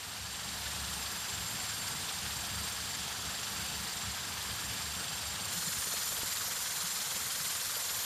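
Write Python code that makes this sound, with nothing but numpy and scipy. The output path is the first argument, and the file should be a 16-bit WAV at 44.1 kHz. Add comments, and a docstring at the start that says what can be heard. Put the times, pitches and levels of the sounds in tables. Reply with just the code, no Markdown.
"""A factory hall: two vibratory finishing bowls, heard one after the other on a mono microphone, the second closer.
A spinning eccentric shakes each bowl about twenty times a second: the stone media rattle in a throbbing rush of
clicks, short clacks and noise, and the aluminium hooks among them ring at fixed high modes under random blows.
The first bowl adds a droning frame and a beating hum. Dull bumps near the microphone come with the second,
and filtered noise makes the low rumble of the hall behind both."""
import sys
import numpy as np
from scipy import signal
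from scipy.fft import rfft, irfft, next_fast_len
from scipy.io import wavfile
from scipy.ndimage import uniform_filter1d

SR = 44100
rng = np.random.default_rng(int(sys.argv[2]) if len(sys.argv) > 2 else 0)


def transcribe(u):
    """Save the signal u as a 16-bit wav file named by the first command-line argument.

    u: samples, shape (n,) or (channels, n), limited to [-1, 1]; the rate is SR.
    q: integer samples, one column per channel.
    """
    v = np.clip(np.atleast_2d(u).T, -1, 1)
    q = np.round(v * 32767).astype(np.int16)
    wavfile.write(sys.argv[1], SR, q)


N = 355225  # length in samples

# Shake of each bowl. Each row, one a bowl: shakes per second [Hz], time of one loudest moment [s].
SHAKES = [(22.39, .088), (20.205, 5.530)]
# Colour of the rattling media, one list a bowl. Each row: frequency [Hz], level [dB per Hz].
MEDIA_SPECTRA = [
    [(200, -39), (345, -14), (560, -8.5), (800, -5.5), (1450, -4.5), (1680, -2.5), (1950, -6), (2400, -6),
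     (3200, -2.5), (4800, -3.5), (7000, -6.5), (9600, -10), (12300, -15), (13300, -17), (15300, -27)],
    [(200, -28), (350, -16), (500, -5.5), (800, -9), (1000, -4.5), (1600, -2.5), (2350, -5.5), (2800, -5),
     (3200, -1.5), (4100, -1.5), (6700, 0), (10300, -4), (12300, -8.5), (14000, -8), (15200, -22)],
]
# Throb of the rush with the shake, one list a bowl; the treble comes as the load lands and slides.
# Each row: frequency [Hz], depth to either side [dB], lag behind the loudest moment [s].
THROBS = [
    [(600, 0.5, 0.012), (1100, 1, -0.026), (2100, 1, 0.011), (2900, 1.06, -0.0071), (5470, 1.47, .002),
     (8700, 1.2, 0.0071), (14000, 0, 0.0064)],
    [(450, 4, 0.0071), (750, -1, 0.0031), (1540, 3, -0.0032), (2220, 1.5, 0.0044), (3320, 2.5, -0.0048),
     (6500, 1.45, 0.0034), (13000, 1.5, .014)],
]
# Level of the media rush: one value a bowl [dB].
RUSH_LEVELS_DB = [-39.5, -37]
# Heaps of media slump and the rush swells or dips briefly. 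Each row: time [s], change of level [dB].
MEDIA_SLUMPS = [(1.3, 1), (1.88, 3.5), (2.09, 3), (2.26, 3), (2.44, 1), (2.68, 1.5), (3.58, 0.5),
                (3.71, -1.5), (4.68, -3), (6.72, 0), (7.45, 2.5)]
# Mode pitches of the hooks, one list a bowl [Hz].
HOOK_PITCHES_HZ = [
    [1344, 4566, 4846, 7364, 7430, 8170, 8669, 9120, 9670, 10330, 10581, 10950, 11655, 12703, 12790, 13700,
     13920, 14120, 14531, 15269],
    [4260, 4808, 7086, 7322, 9134, 11686, 12596, 13438, 13982, 15261],
]
# The same modes, one list a bowl. Each row: spread of pitch among the hooks [Hz], relative level [dB].
HOOK_MODES = [
    [(5, -11), (30, -4.5), (20, -6.5), (30, 0.5), (30, -2.5), (40, -13.5), (35, -2), (30, -19), (40, -24),
     (40, -27), (80, -10.5), (54, -18), (15, -7), (20, -9.5), (61, -13), (50, -21), (60, -15), (50, -19),
     (50, -11), (40, -16)],
    [(60, -7), (5, -11), (70, -4), (15, -1.5), (55, -3), (35, -4.5), (110, -3.5), (70, -14), (30, -10),
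     (50, -24)],
]
# Ring of the hooks as they surface and sink, one list a bowl. Each row: time [s], level [dB].
HOOK_LEVELS = [
    [(0, -46), (.7, -47), (1.7, -44), (2.1, -45), (2.6, -43), (3.2, -47), (3.7, -44), (4.2, -47),
     (5.3, -44.5)],
    [(5.6, -43), (6, -41), (7.2, -43.5), (7.6, -41.5)],
]
# Modes of the first bowl's frame. Each row: frequency [Hz], width of each pass [Hz], relative level [dB].
FRAME_MODES = [(102.3, 8.1, 0.5), (117.9, 16, -3), (174.6, 44, -0.5), (193.6, 14, -7.5)]
# The load lurches and the machine throbs louder, or now and then softer.
# Each row: time [s], swell of the hum [dB], swell of the frame [dB].
LOAD_LURCHES = [(.23, 15, 8.5), (0.679, 8.5, 2), (.84, 10, 6), (.93, 10, 6), (1.05, 7, -1), (1.42, 14, 7.5),
                (2.1, -4, -5), (2.26, 11, 3), (2.4, 7, 5), (2.55, 11, 6), (2.62, 7, 3), (2.829, 7, 4),
                (3.04, 10, 5), (3.281, 7, 1), (3.63, 11, 4), (3.8, 13, 6), (4.07, 12, 8), (4.5, 7, 7),
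                (4.68, 7, 8), (4.88, 7, 1), (5.27, 13, 5)]
# Dull bumps near the microphone. Each row: time [s], peak level [dB], frequency [Hz], length [cycles].
MIC_BUMPS = [(5.58, -42, 171, 10), (5.679, -36, 168, 3.7), (5.79, -43, 70, 1.5), (5.873, -36, 450, 0.92),
             (5.93, -45, 190, 2.6), (5.941, -33.5, 590, 1.9), (6.125, -39, 600, 2.4), (6.19, -37, 640, 2.7),
             (6.197, -44, 95, 2.2), (6.2335, -30, 250, 0.35), (6.848, -42, 168, 4.3), (7.151, -48, 90, 2.2),
             (7.26, -49, 110, 4), (7.27, -45, 170, 4), (7.411, -46, 155, 5), (7.511, -48, 166, 5),
             (6.77, -47, 141, 6.1), (7.08, -48, 150, 4), (7.988, -49, 93, 4.4), (7.77, -40, 546, 3.5)]
# Colour of the hall's low rumble. Each row: frequency [Hz], relative level [dB per Hz].
HALL_SPECTRUM = [(15, -55), (25, -15.5), (97, 4), (129, -1.5), (152, 1.5), (188, 0), (226, -3.5), (295, -8),
                 (385, -13), (450, -7.5), (580, -18.5), (990, -120)]
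# Level of the low rumble along the take. Each row: time [s], level [dB].
HALL_LEVELS = [(0, -51.5), (5.5, -52), (6.0, -55.5), (6.6, -56.5), (6.9, -57.5), (7.2, -53.5), (7.5, -56),
               (7.65, -58.5), (8.05, -57)]

CHANGE_S, CROSSFADE_S = 5.518, 0.021  # middle and length of the change to the closer bowl
FADE_IN_S, FADE_IN_DB = 0.78, -4  # the sound rises from this much below its level
SLUMP_S, LURCH_S = 0.0076, 0.045  # half lengths of the bell-shaped swells
PART_Q = 240  # ring width = pitch / Q: high modes die sooner
FRAME_DB = -57
JOLT_DB = 25.5  # blow of a lurch on the frame, over its steady push; the frame's swell in dB is added
HUM_HZ, HUM_DB = 71.1, -60.5
BEAT_S, BEAT_LOW_S, BEAT_SHARE = 2.01, 1.57, 0.29  # beat period, one quietest moment, share of the second tone
EDGE_HZ = 15325  # upper band limit


def media(bowl):
    """Dense clicks and clacks over a smooth wash, throbbing with the shake, in drifting patches."""
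    wash = evened(rng.standard_normal(N))
    clicks = evened(impacts(count=50000, spread_db=-2.0))
    rattle = evened(wash + amp(-8.5) * clicks + 0) * np.sqrt(np.mean((wash + amp(-8.5) * clicks) ** 2))
    rattle = rattle + amp([-10, -8][bowl]) * evened(clacks())
    hz, t, bands = signal.stft(rattle, SR, nperseg=256, noverlap=192)

    rate, peak_s = SHAKES[bowl]
    lag = read(THROBS[bowl], hz, axis=2)[:, None]
    depth_db = read(THROBS[bowl], hz)[:, None]
    throb_db = depth_db * np.cos(2 * np.pi * rate * (t - peak_s - lag))

    # patches are smoothed over 6 frequency bins, then over 40 frames
    patches = uniform_filter1d(rng.standard_normal(bands.shape), 6, 0)
    patches = evened(uniform_filter1d(patches, 40, 1))
    surge = np.interp(t, np.arange(N) / SR, wander(0.015))  # heaps of media slide together
    bands = bands * amp(throb_db + 0.49 * patches + 0.17 * surge)

    rush = signal.istft(bands, SR, nperseg=256, noverlap=192)[1][:N]
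    rush = coloured(rush, MEDIA_SPECTRA[bowl])
    level_db = RUSH_LEVELS_DB[bowl] + bells(MEDIA_SLUMPS, SLUMP_S) + 0.19 * wander(0.082)
    return evened(rush) * amp(level_db)


def clacks():
    """Single stones of many sizes, each a short ring; small stones ring higher and die sooner."""
    total = np.zeros(N)
    for hz in np.geomspace(700, 7000, num=36):
        total += evened(resonate(impacts(count=250, spread_db=-0.5), hz, hz / 24))
    return total


def parts(bowl):
    """Three hooks of slightly different pitch ring under their own blows and swell as they surface and sink."""
    ring = np.zeros(N)
    for hz, (spread, db) in zip(HOOK_PITCHES_HZ[bowl], HOOK_MODES[bowl]):
        surfacing = amp(1.4 * wander(0.37))
        for side in (-.5, 0, .5):
            blows = surfacing * impacts(count=2500, spread_db=3.0) * amp(2.2 * wander(.07))
            ring += amp(db) * evened(resonate(blows, hz + side * spread, hz / PART_Q))
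    return evened(ring) * amp(follow(HOOK_LEVELS[bowl]))


def frame():
    """The sprung frame of the first bowl drones at a few low modes, steeper for being coupled twice."""
    push = rng.standard_normal(N)
    for s, _, swell_db in LOAD_LURCHES:
        push[round((s - LURCH_S) * SR)] += amp(JOLT_DB + swell_db)
    drone = np.zeros(N)
    for hz, width, db in FRAME_MODES:
        once = resonate(push, hz, width)
        drone += amp(db) * evened(resonate(once, hz, width))
    return evened(drone) * amp(FRAME_DB + bells(LOAD_LURCHES, LURCH_S, axis=2))


def hum():
    """A near-sine whose pitch drifts a little; it beats slowly like two close tones and swells with each lurch."""
    turns = np.cumsum(HUM_HZ + 2.49 * wander(0.081)) / SR
    beat_turns = (np.arange(N) / SR - BEAT_LOW_S) / BEAT_S
    beat = abs(1 - BEAT_SHARE * np.exp(2j * np.pi * beat_turns))
    level_db = HUM_DB + bells(LOAD_LURCHES, LURCH_S) + 2.0 * wander(0.058)
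    return np.sqrt(2) * np.sin(2 * np.pi * turns) * beat * amp(level_db)


def bumps():
    """Dull bumps close to the microphone, each a few cycles under a smooth bell."""
    reach = SR // 20
    out = np.zeros(N)
    for s, db, hz, cycles in MIC_BUMPS:
        turns = np.arange(-reach, reach) / SR * hz
        bell = np.exp(-(3 * turns / cycles) ** 2)
        start = round(s * SR) - reach
        out[start:start + 2 * reach] += amp(db) * np.cos(2 * np.pi * turns) * bell
    return out


def hall():
    """Lumpy low rumble of the workshop: coloured noise of wandering level."""
    rumble = coloured(rng.standard_normal(N), HALL_SPECTRUM)
    return evened(rumble * amp(1.4 * wander(0.036))) * amp(follow(HALL_LEVELS))


def impacts(count, spread_db):
    """Clicks of random sign at random moments; positive spread makes a few large, negative a few faint."""
    place, sign, size = rng.random((count, 3)).T
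    out = np.zeros(N)
    out[(place * N).astype(int)] = np.sign(sign - .5) * amp(spread_db * np.minimum(-np.log(size), 4))
    return out


def resonate(x, hz, width):
    """A two-pole mode of peak gain 1; the narrower its width in Hz, the longer it rings."""
    r = np.exp(-np.pi * width / SR)
    poles = [1, -2 * r * np.cos(2 * np.pi * hz / SR), r * r]
    return signal.lfilter([(1 - r * r) / 2, 0, (r * r - 1) / 2], poles, x)


def coloured(x, points):
    """Shapes x by a spectrum in dB."""
    size = next_fast_len(len(x))
    gain = amp(read(points, np.fft.rfftfreq(size, 1 / SR)))
    return irfft(rfft(x, size) * gain, size)[:len(x)]


def wander(seconds):
    """Slow chance of rms 1: noise at every 64th sample, averaged twice over the given time."""
    size = max(round(seconds * SR / 64), 2)
    slow = rng.standard_normal(N // 64 + 2)
    slow = uniform_filter1d(uniform_filter1d(slow, size), size)
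    return evened(np.interp(np.arange(N) / 64, np.arange(len(slow)), slow))


def bells(rows, half_s, axis=1):
    """The sum of bell-shaped swells in dB, worked out every 2 ms."""
    t = np.arange(0, N / SR, .002)
    swell_db = sum(row[axis] * np.exp(-((t - row[0]) / half_s) ** 2) for row in rows)
    return np.interp(np.arange(N) / SR, t, swell_db)


def follow(rows, axis=1):
    """One column of a curve in time, at every sample."""
    rows = np.transpose(rows)
    return np.interp(np.arange(N) / SR, rows[0], rows[axis])


def read(points, hz, axis=1):
    """One column of a table on a log-frequency axis."""
    points = np.transpose(points)
    return np.interp(np.log(hz + 1), np.log(points[0] + 1), points[axis])


def amp(db):
    """Amplitude factor of a level in dB."""
    return 10 ** (np.asarray(db) / 20)


def evened(x):
    """Brings x to rms 1."""
    return x / np.sqrt(np.mean(x ** 2) + 1e-20)


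def scene():
    """The sound rises, then fades over from the first bowl to the closer one in a few ms."""
    t = np.arange(N) / SR
    second = np.clip((t - CHANGE_S) / CROSSFADE_S + .5, 0, 1)
    first_bowl = media(0) + parts(0) + frame() + hum()
    second_bowl = media(1) + parts(1)
    bowls = np.sqrt(1 - second) * first_bowl + np.sqrt(second) * second_bowl
    mono = bowls + bumps() + hall()
    mono = mono * amp(FADE_IN_DB * np.clip(1 - t / FADE_IN_S, 0, 1))
    return np.array([mono, mono])


def record(dry):
    """The band limit: a steep low-pass on both identical channels."""
    low_pass = signal.firwin(2047, EDGE_HZ, window=("kaiser", 9), fs=SR)
    return signal.oaconvolve(dry, low_pass[None], "same")


dry = scene()
out = record(dry)
transcribe(out)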